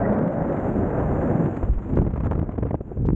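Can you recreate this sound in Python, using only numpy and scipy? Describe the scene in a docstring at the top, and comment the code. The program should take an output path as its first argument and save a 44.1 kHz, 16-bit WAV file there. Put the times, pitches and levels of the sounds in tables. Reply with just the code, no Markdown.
"""Parachute opening heard at the helmet

Freefall wind roars on the microphone as banded noise, with a shedding throb and a sinking howl as unsteady
tones. Pressure pulses thump as the canopy is pulled out and the wind eases. Harness jolts then knock the
helmet and microphone, as pulses with cracks and a short ring, while the filling cloth flutters in
noise bursts; buffeting returns under the open canopy."""
import sys
import numpy as np
from scipy import signal
from scipy.fft import rfft, irfft, next_fast_len
from scipy.io import wavfile
from scipy.ndimage import uniform_filter1d, map_coordinates

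SR = 44100
rng = np.random.default_rng(int(sys.argv[2]) if len(sys.argv) > 2 else 0)


def store_wav(level_fs):
    """Save 16-bit WAV to argv[1]."""
    pcm = np.round(np.clip(np.atleast_2d(level_fs), -1, 1) * 32767)
    wavfile.write(sys.argv[1], SR, pcm.T.astype(np.int16))


N = 138915

# airflow at the microphone: start_s, roar_db, rush_db
WIND_LEVELS = [(0, -26, -26.5), (.12, -24.5, -24.5), (.3, -28, -31), (.52, -25.5, -28.5),
               (.6, -27.5, -29.5), (.79, -22.5, -30.5), (.9, -25.5, -28), (1.25, -23.5, -27),
               (1.45, -21.5, -32), (1.55, -30, -34.5), (1.68, -30.5, -38.5), (1.71, -38.5, -54),
               (1.8, -37.5, -47), (1.93, -26.5, -41), (2.0, -22, -42), (2.11, -40, -49.5), (2.3, -29, -40),
               (2.5, -41, -47), (2.66, -32.5, -52.5), (2.78, -44.5, -56), (2.9, -37.5, -46.5),
               (2.96, -37, -51.5), (3.02, -29.5, -50), (3.15, -36, -51)]
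# low eddies on the microphone: start_s, level_db
BUFFET_LEVELS = [(0, -35), (.1, -30), (.2, -48.5), (.42, -30.5), (.55, -37), (.65, -34), (1.1, -25),
                 (1.35, -33.5), (1.55, -38), (1.66, -28.5), (1.84, -35), (2.0, -24.5), (2.1, -28),
                 (2.25, -25.5), (2.4, -27), (2.53, -35.5), (2.62, -25), (2.8, -38.5), (2.94, -37),
                 (3.0, -21.5), (3.15, -21)]
# thin hiss of the air: start_s, level_db
HISS_LEVELS = [(0, -71), (.3, -72.5), (.68, -61), (.85, -64.5), (1.25, -60.5), (1.65, -63.5), (1.73, -72),
               (1.93, -65), (2.05, -80.5), (2.8, -79.5), (2.9, -74), (3.15, -76.5)]
# noise spectra: freq_hz, relative_level_db
BUFFET_SPECTRUM = [(15, -25), (28, -10), (52, -0.5), (100, -3.5), (160, -10.5), (300, -41.5), (800, -94)]
ROAR_SPECTRUM = [(40, -29.5), (90, -4), (140, -2.5), (240, -1.5), (330, -3.5), (420, -11.5), (600, -28),
                 (1500, -86)]
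RUSH_SPECTRUM = [(150, -19), (380, -0.5), (560, 3), (830, -4), (1070, -12.5), (1550, -15.5), (2050, -25.5),
                 (2600, -43), (3100, -53.5), (4100, -70.5), (9000, -100)]
HISS_SPECTRUM = [(1200, 2.5), (2500, 15), (3200, 2), (4000, -8.5), (5200, -19), (6300, -2.5), (7100, 2),
                 (8200, -7.5), (9300, -34), (15000, -39.5)]

# eddies shed from the helmet: start_s, pitch_hz, level_db
THROB_TRACK = [(0, 218, -36), (.13, 208, -26.5), (.23, 200.9, -21.5), (.3, 190.9, -33.5), (.6, 230, -47.5),
               (.8, 255, -29), (1.15, 180, -44.5), (1.3, 179.1, -31), (1.44, 178, -24),
               (1.52, 167.4, -46.5), (2.93, 114.2, -61.5), (2.99, 107, -31.5), (3.15, 67, -28)]
# air howling over an edge: start_s, pitch_hz, level_db
HOWL_TRACK = [(0, 686, -32.5), (.13, 640, -33), (.2, 579.7, -37.5), (.28, 570, -34), (.43, 546.5, -27.5),
              (.62, 554.5, -41), (1.45, 567, -45), (1.62, 504, -66.5)]
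THROB_DRIFT_HZ, THROB_ROUGH_DB = 95, 3  # drift: random knots per second
HOWL_DRIFT_HZ, HOWL_ROUGH_DB = 125, 3.5
HOWL_WANDER_FRACTION, HOWL_WANDER_HZ = .07, 22  # rms pitch deviation, knots per second
WHISTLE_S, WHISTLE_SIGMA_S, WHISTLE_HZ, WHISTLE_DB = .053, .009, 1840, -35
WHISTLE_DRIFT_HZ, WHISTLE_ROUGH_DB = 380, 4

# rigging ticks: start_s, level_db (before trim and filter)
RIGGING_TICKS = [(1.959, -43), (3.059, -42), (3.069, -40.5)]
# tick filter: freq_hz, gain_db
TICK_RESPONSE = [(500, -16), (2500, 6), (7200, -6.5), (8500, -22), (12000, -47.5)]
TICK_TRIM_DB = 10.0

# canopy dragged out, slow pressure waves: centre_s, peak_db, half_width_s
CANOPY_THUMPS = [(1.639, -17, 0.003), (1.699, -11, 0.0034), (1.717, -13, 0.0046), (1.749, -22.5, 0.013),
                 (1.774, -18, 0.0048)]

# harness jolts knocking the helmet and microphone: centre_s, peak_db, half_width_s, crack_db (before trim)
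HARNESS_KNOCKS = [(1.974, -12.5, 0.00061, -27.5), (1.986, -13.5, 0.001, -50.5),
                  (1.9886, -12, 0.00057, -24.5), (1.998, -8.5, 0.0019, -37), (2.026, -13, 0.00088, -33.5),
                  (2.313, -19.5, 0.00078, -28.5), (2.322, -15, 0.00028, -31.5), (2.395, -23, 0.0011, -32.5),
                  (2.417, -15.5, 0.0011, -31), (2.59, -16.5, 0.00066, -40), (2.627, -13.5, 0.0014, -31.5),
                  (2.744, -11.5, 0.00037, -35.5), (3.073, -13.5, 0.0022, -44), (3.0883, -8, .0008, -23),
                  (3.105, -16, 0.00074, -29), (3.1321, -11.5, 0.00087, -42)]
CRACK_TRIM_DB, CRACK_TOP_HZ = 4, 3100
SHELL_HZ, SHELL_T60_S, SHELL_DB = 954, 0.011, -6.5  # ring of the helmet shell, re crack

# cloth flaps: centre_s, slap_db, push_db, crackle_db (before trims)
CLOTH_FLAPS = [(1.631, -21, -31, -36), (1.686, -27, -32.5, -51), (1.935, -29, -11.5, -49.5),
               (1.972, -20, -20.5, -29), (2.019, -25, -16, -45), (2.05, -27.5, -16, -47.5),
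               (2.068, -23.5, -22, -40), (2.077, -26, -12.5, -45.5), (2.107, -31.5, -22.5, -51),
               (2.138, -30.5, -15, -46), (2.162, -26.5, -16.5, -38), (2.178, -26, -24.5, -41),
               (2.206, -26, -21, -36), (2.237, -36, -13.5, -42), (2.246, -28, -20.5, -38.5),
               (2.26, -28, -20, -38), (2.27, -26.5, -19.5, -35.5), (2.314, -25.5, -22, -32.5),
               (2.332, -28.5, -20, -38), (2.355, -29.5, -21, -40.5), (2.381, -23, -17, -49),
               (2.393, -23, -16, -38), (2.429, -21.5, -16.5, -46.5), (2.493, -24.5, -23.5, -43),
               (2.541, -34.5, -30, -52), (2.583, -18.5, -29.5, -40.5), (2.631, -20.5, -26.5, -38),
               (2.655, -22, -20, -54), (2.669, -27, -27, -43), (2.71, -22.5, -18, -36.5),
               (2.734, -30, -19, -49.5), (2.751, -23.5, -16.5, -41.5), (2.81, -26, -21.5, -47.5),
               (2.918, -26.5, -35, -55), (2.973, -26.5, -17, -56.5), (3.053, -22.5, -15.5, -48)]
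# cloth rustle under the flaps: start_s, level_db
RUSTLE_LEVELS = [(1.93, -49), (2.03, -51), (2.28, -54), (2.46, -59), (2.68, -52), (2.78, -77)]
# slap and crackle spectra: freq_hz, relative_level_db
SLAP_SPECTRUM = [(80, -28), (250, 9), (450, 4), (750, -5), (1100, -21.5), (2000, -48.5), (4000, -75.5)]
CRACKLE_SPECTRUM = [(400, -10.5), (1000, 8.5), (1450, 0), (2100, -8.5), (2800, -17.5), (3600, -27.5),
                    (4900, -42), (7100, -32), (8300, -41), (9500, -63.5), (15000, -73.5)]
PUSH_TRIM_DB, SLAP_TRIM_DB, CRACKLE_TRIM_DB = -1.5, -1, -1.5
PUSH_HALF_WIDTH_S, WIDTH_SCATTER = 0.0014, .08  # scatter: sigma of the log stretch
RISE_S, FALL_S = 0.0032, 0.0057  # to 1/e of the burst peak
CREASE_ROUGH_DB, RUSTLE_ROUGH_DB = 2.2, 5
DULL_FROM_S, DULL_DB_PER_S, SIZZLE_HZ = 2.4, 28, 3760  # cloth treble fades as the fall slows

TOP_HZ, FADE_S = 15800, .003


def amp(db):
    """Decibels to gain."""
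    return 10 ** (np.asarray(db) / 20)


def unit(x):
    """Scale to rms 1."""
    return x / np.sqrt(np.mean(x ** 2) + 1e-20)


def clock():
    """Time of each sample, s."""
    return np.arange(N) / SR


def curves(rows):
    """Each column after the time, interpolated to one value per sample."""
    times_s, *columns = np.transpose(rows)
    return [np.interp(clock(), times_s, column) for column in columns]


def wobble(rate_hz):
    """Smooth random curve of rms 1, rate_hz knots per second."""
    knots = rng.standard_normal(4096)
    return unit(map_coordinates(knots, [clock() * rate_hz + 2], mode="wrap"))


def filtered(x, response):
    """Apply a zero-phase gain, a function of frequency in Hz."""
    size = next_fast_len(N + 8192)
    gain = response(np.fft.rfftfreq(size, 1 / SR))
    return irfft(rfft(x, size) * gain, size)[:N]


def coloured(x, points):
    """Filter x by (Hz, dB) points joined on a log-frequency axis."""
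    freq_hz, db = np.transpose(points)
    return filtered(x, lambda hz: amp(np.interp(np.log(hz + 1), np.log(freq_hz + 1), db)))


def noise(points):
    """Coloured noise of rms 1."""
    return unit(coloured(rng.standard_normal(N), points))


def steadied(x, size):
    """Divide out slow chance swells; size is the averaging span in samples."""
    power = uniform_filter1d(uniform_filter1d(x ** 2, size), size)
    return x / np.sqrt(np.abs(power) + 1e-6)


def pressure_pulse(centre_s, half_width_s):
    """A suction then a push, of peak 1."""
    u = np.clip((clock() - centre_s) / half_width_s, -10, 10)
    return u * np.exp((1 - u ** 2) / 2)


def wind(eddy_rate_hz=170, roar_rough_db=1.5, rush_rough_db=1.0, gust_rate_hz=30, gust_db=1):
    """Turbulence noise in bands; the same quick eddies roughen roar, rush and hiss."""
    roar_db, rush_db = curves(WIND_LEVELS)
    eddies = wobble(eddy_rate_hz)
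    gusts = gust_db * wobble(gust_rate_hz)
    roar_noise = steadied(noise(ROAR_SPECTRUM), size=2000)
    roar = amp(roar_db) * unit(roar_noise * amp(roar_rough_db * eddies + gusts))
    rush = amp(rush_db) * unit(noise(RUSH_SPECTRUM) * amp(rush_rough_db * eddies + gusts))
    buffet = amp(curves(BUFFET_LEVELS)[0]) * steadied(noise(BUFFET_SPECTRUM), size=1600)
    hiss = amp(curves(HISS_LEVELS)[0]) * unit(noise(HISS_SPECTRUM) * amp(eddies))
    return roar + rush + buffet + hiss


def shedding(pitch_hz, level_db, drift_hz, rough_db):
    """Eddies peel off unsteadily: a carrier with random complex drift, a narrow broken tone."""
    drift = wobble(drift_hz) + 1j * wobble(drift_hz)
    phase = 2 * np.pi * np.cumsum(pitch_hz) / SR
    tone = np.real(drift * np.exp(1j * phase))
    return amp(level_db) * unit(steadied(tone, size=1200) * amp(rough_db * wobble(60)))


def edge_tones():
    """Air shed round the helmet: low throb, wandering howl, one brief early whistle."""
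    throb = shedding(*curves(THROB_TRACK), THROB_DRIFT_HZ, THROB_ROUGH_DB)
    howl_hz, howl_db = curves(HOWL_TRACK)
    wandering_hz = howl_hz * (1 + HOWL_WANDER_FRACTION * wobble(HOWL_WANDER_HZ))
    howl = shedding(wandering_hz, howl_db, HOWL_DRIFT_HZ, HOWL_ROUGH_DB)
    swell = np.exp(-.5 * ((clock() - WHISTLE_S) / WHISTLE_SIGMA_S) ** 2)
    whistle = shedding(np.full(N, WHISTLE_HZ), WHISTLE_DB, WHISTLE_DRIFT_HZ, WHISTLE_ROUGH_DB)
    return throb + howl + swell * whistle


def rigging():
    """Lines take up load: filtered impulses, tiny dry ticks."""
    ticks = np.zeros(N)
    for start_s, level_db in RIGGING_TICKS:
        ticks[round(start_s * SR)] = amp(level_db + TICK_TRIM_DB)
    return coloured(ticks, TICK_RESPONSE)


def thumps():
    """Slow pressure waves as the canopy leaves its container."""
    return sum(amp(peak_db) * pressure_pulse(centre_s, half_width_s)
               for centre_s, peak_db, half_width_s in CANOPY_THUMPS)


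def harness_knocks():
    """Harness jolts knock helmet and microphone: a clean pulse, a dull crack and a short shell ring."""
    waves, cracks = np.zeros((2, N))
    for centre_s, peak_db, half_width_s, crack_db in HARNESS_KNOCKS:
        waves -= amp(peak_db) * pressure_pulse(centre_s, half_width_s)
        cracks[round(centre_s * SR)] = amp(crack_db + CRACK_TRIM_DB)
    # scale the crack filter to an impulse peak of 1
    crack_peak = coloured(signal.unit_impulse(N, "mid"), CRACKLE_SPECTRUM).max()
    crack_sound = coloured(cracks, CRACKLE_SPECTRUM) / crack_peak
    t = clock()[:SR // 10]
    shell = amp(SHELL_DB - 60 * t / SHELL_T60_S) * np.sin(2 * np.pi * SHELL_HZ * t)
    ring = signal.fftconvolve(cracks, shell)[:N]
    return waves + filtered(crack_sound + ring, lambda hz: 1 / (1 + (hz / CRACK_TOP_HZ) ** 20))


def burst(centre_s):
    """Quick swell and slower decay, Gaussian on each side, of peak 1."""
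    t = clock() - centre_s
    distance = np.maximum(-t / RISE_S, t / FALL_S)
    return np.exp(-np.minimum(distance ** 2, 20))


def crinkled():
    """Crackling cloth: noise with fast random roughness, steadied to rms near 1."""
    return steadied(noise(CRACKLE_SPECTRUM) * amp(CREASE_ROUGH_DB * wobble(400)), size=250)


def canopy():
    """Each flap pushes air and bursts into slap and crackle noise, over a running rustle."""
    pushes, slap, crackle = np.zeros((3, N))
    stretches = np.exp(WIDTH_SCATTER * rng.standard_normal(len(CLOTH_FLAPS)))
    for (centre_s, slap_db, push_db, crackle_db), stretch in zip(CLOTH_FLAPS, stretches):
        swell = burst(centre_s)
        pulse = pressure_pulse(centre_s, PUSH_HALF_WIDTH_S * stretch)
        pushes -= amp(push_db + PUSH_TRIM_DB) * pulse
        slap += amp(slap_db + SLAP_TRIM_DB) * swell
        crackle += amp(crackle_db + CRACKLE_TRIM_DB) * swell
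    rustle = amp(curves(RUSTLE_LEVELS)[0]) * unit(amp(RUSTLE_ROUGH_DB * wobble(93)))
    slap_sound = slap * steadied(noise(SLAP_SPECTRUM), size=200)
    return pushes + slap_sound + (crackle + rustle) * crinkled()


def slowed(x):
    """Fade the cloth's treble at a steady dB rate as the fall slows."""
    sizzle = filtered(x, lambda hz: 1 - 1 / (1 + (hz / SIZZLE_HZ) ** 10))
    sizzle_gain = amp(-DULL_DB_PER_S * np.maximum(clock() - DULL_FROM_S, 0))
    return x - sizzle * (1 - sizzle_gain)


def scene():
    """Sum of all sources in open air: no echo, one channel."""
    return (wind() + edge_tones() + rigging() + thumps() + harness_knocks() + slowed(canopy()))[None]


def record(dry):
    """Fade both ends, then cut everything above the band limit."""
    edge_s = np.minimum(clock(), clock()[::-1])
    fade = np.sin(np.pi / 2 * np.minimum(edge_s / FADE_S, 1)) ** 2
    return filtered(dry[0] * fade, lambda hz: hz < TOP_HZ)[None]


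dry = scene()
out = record(dry)
store_wav(out)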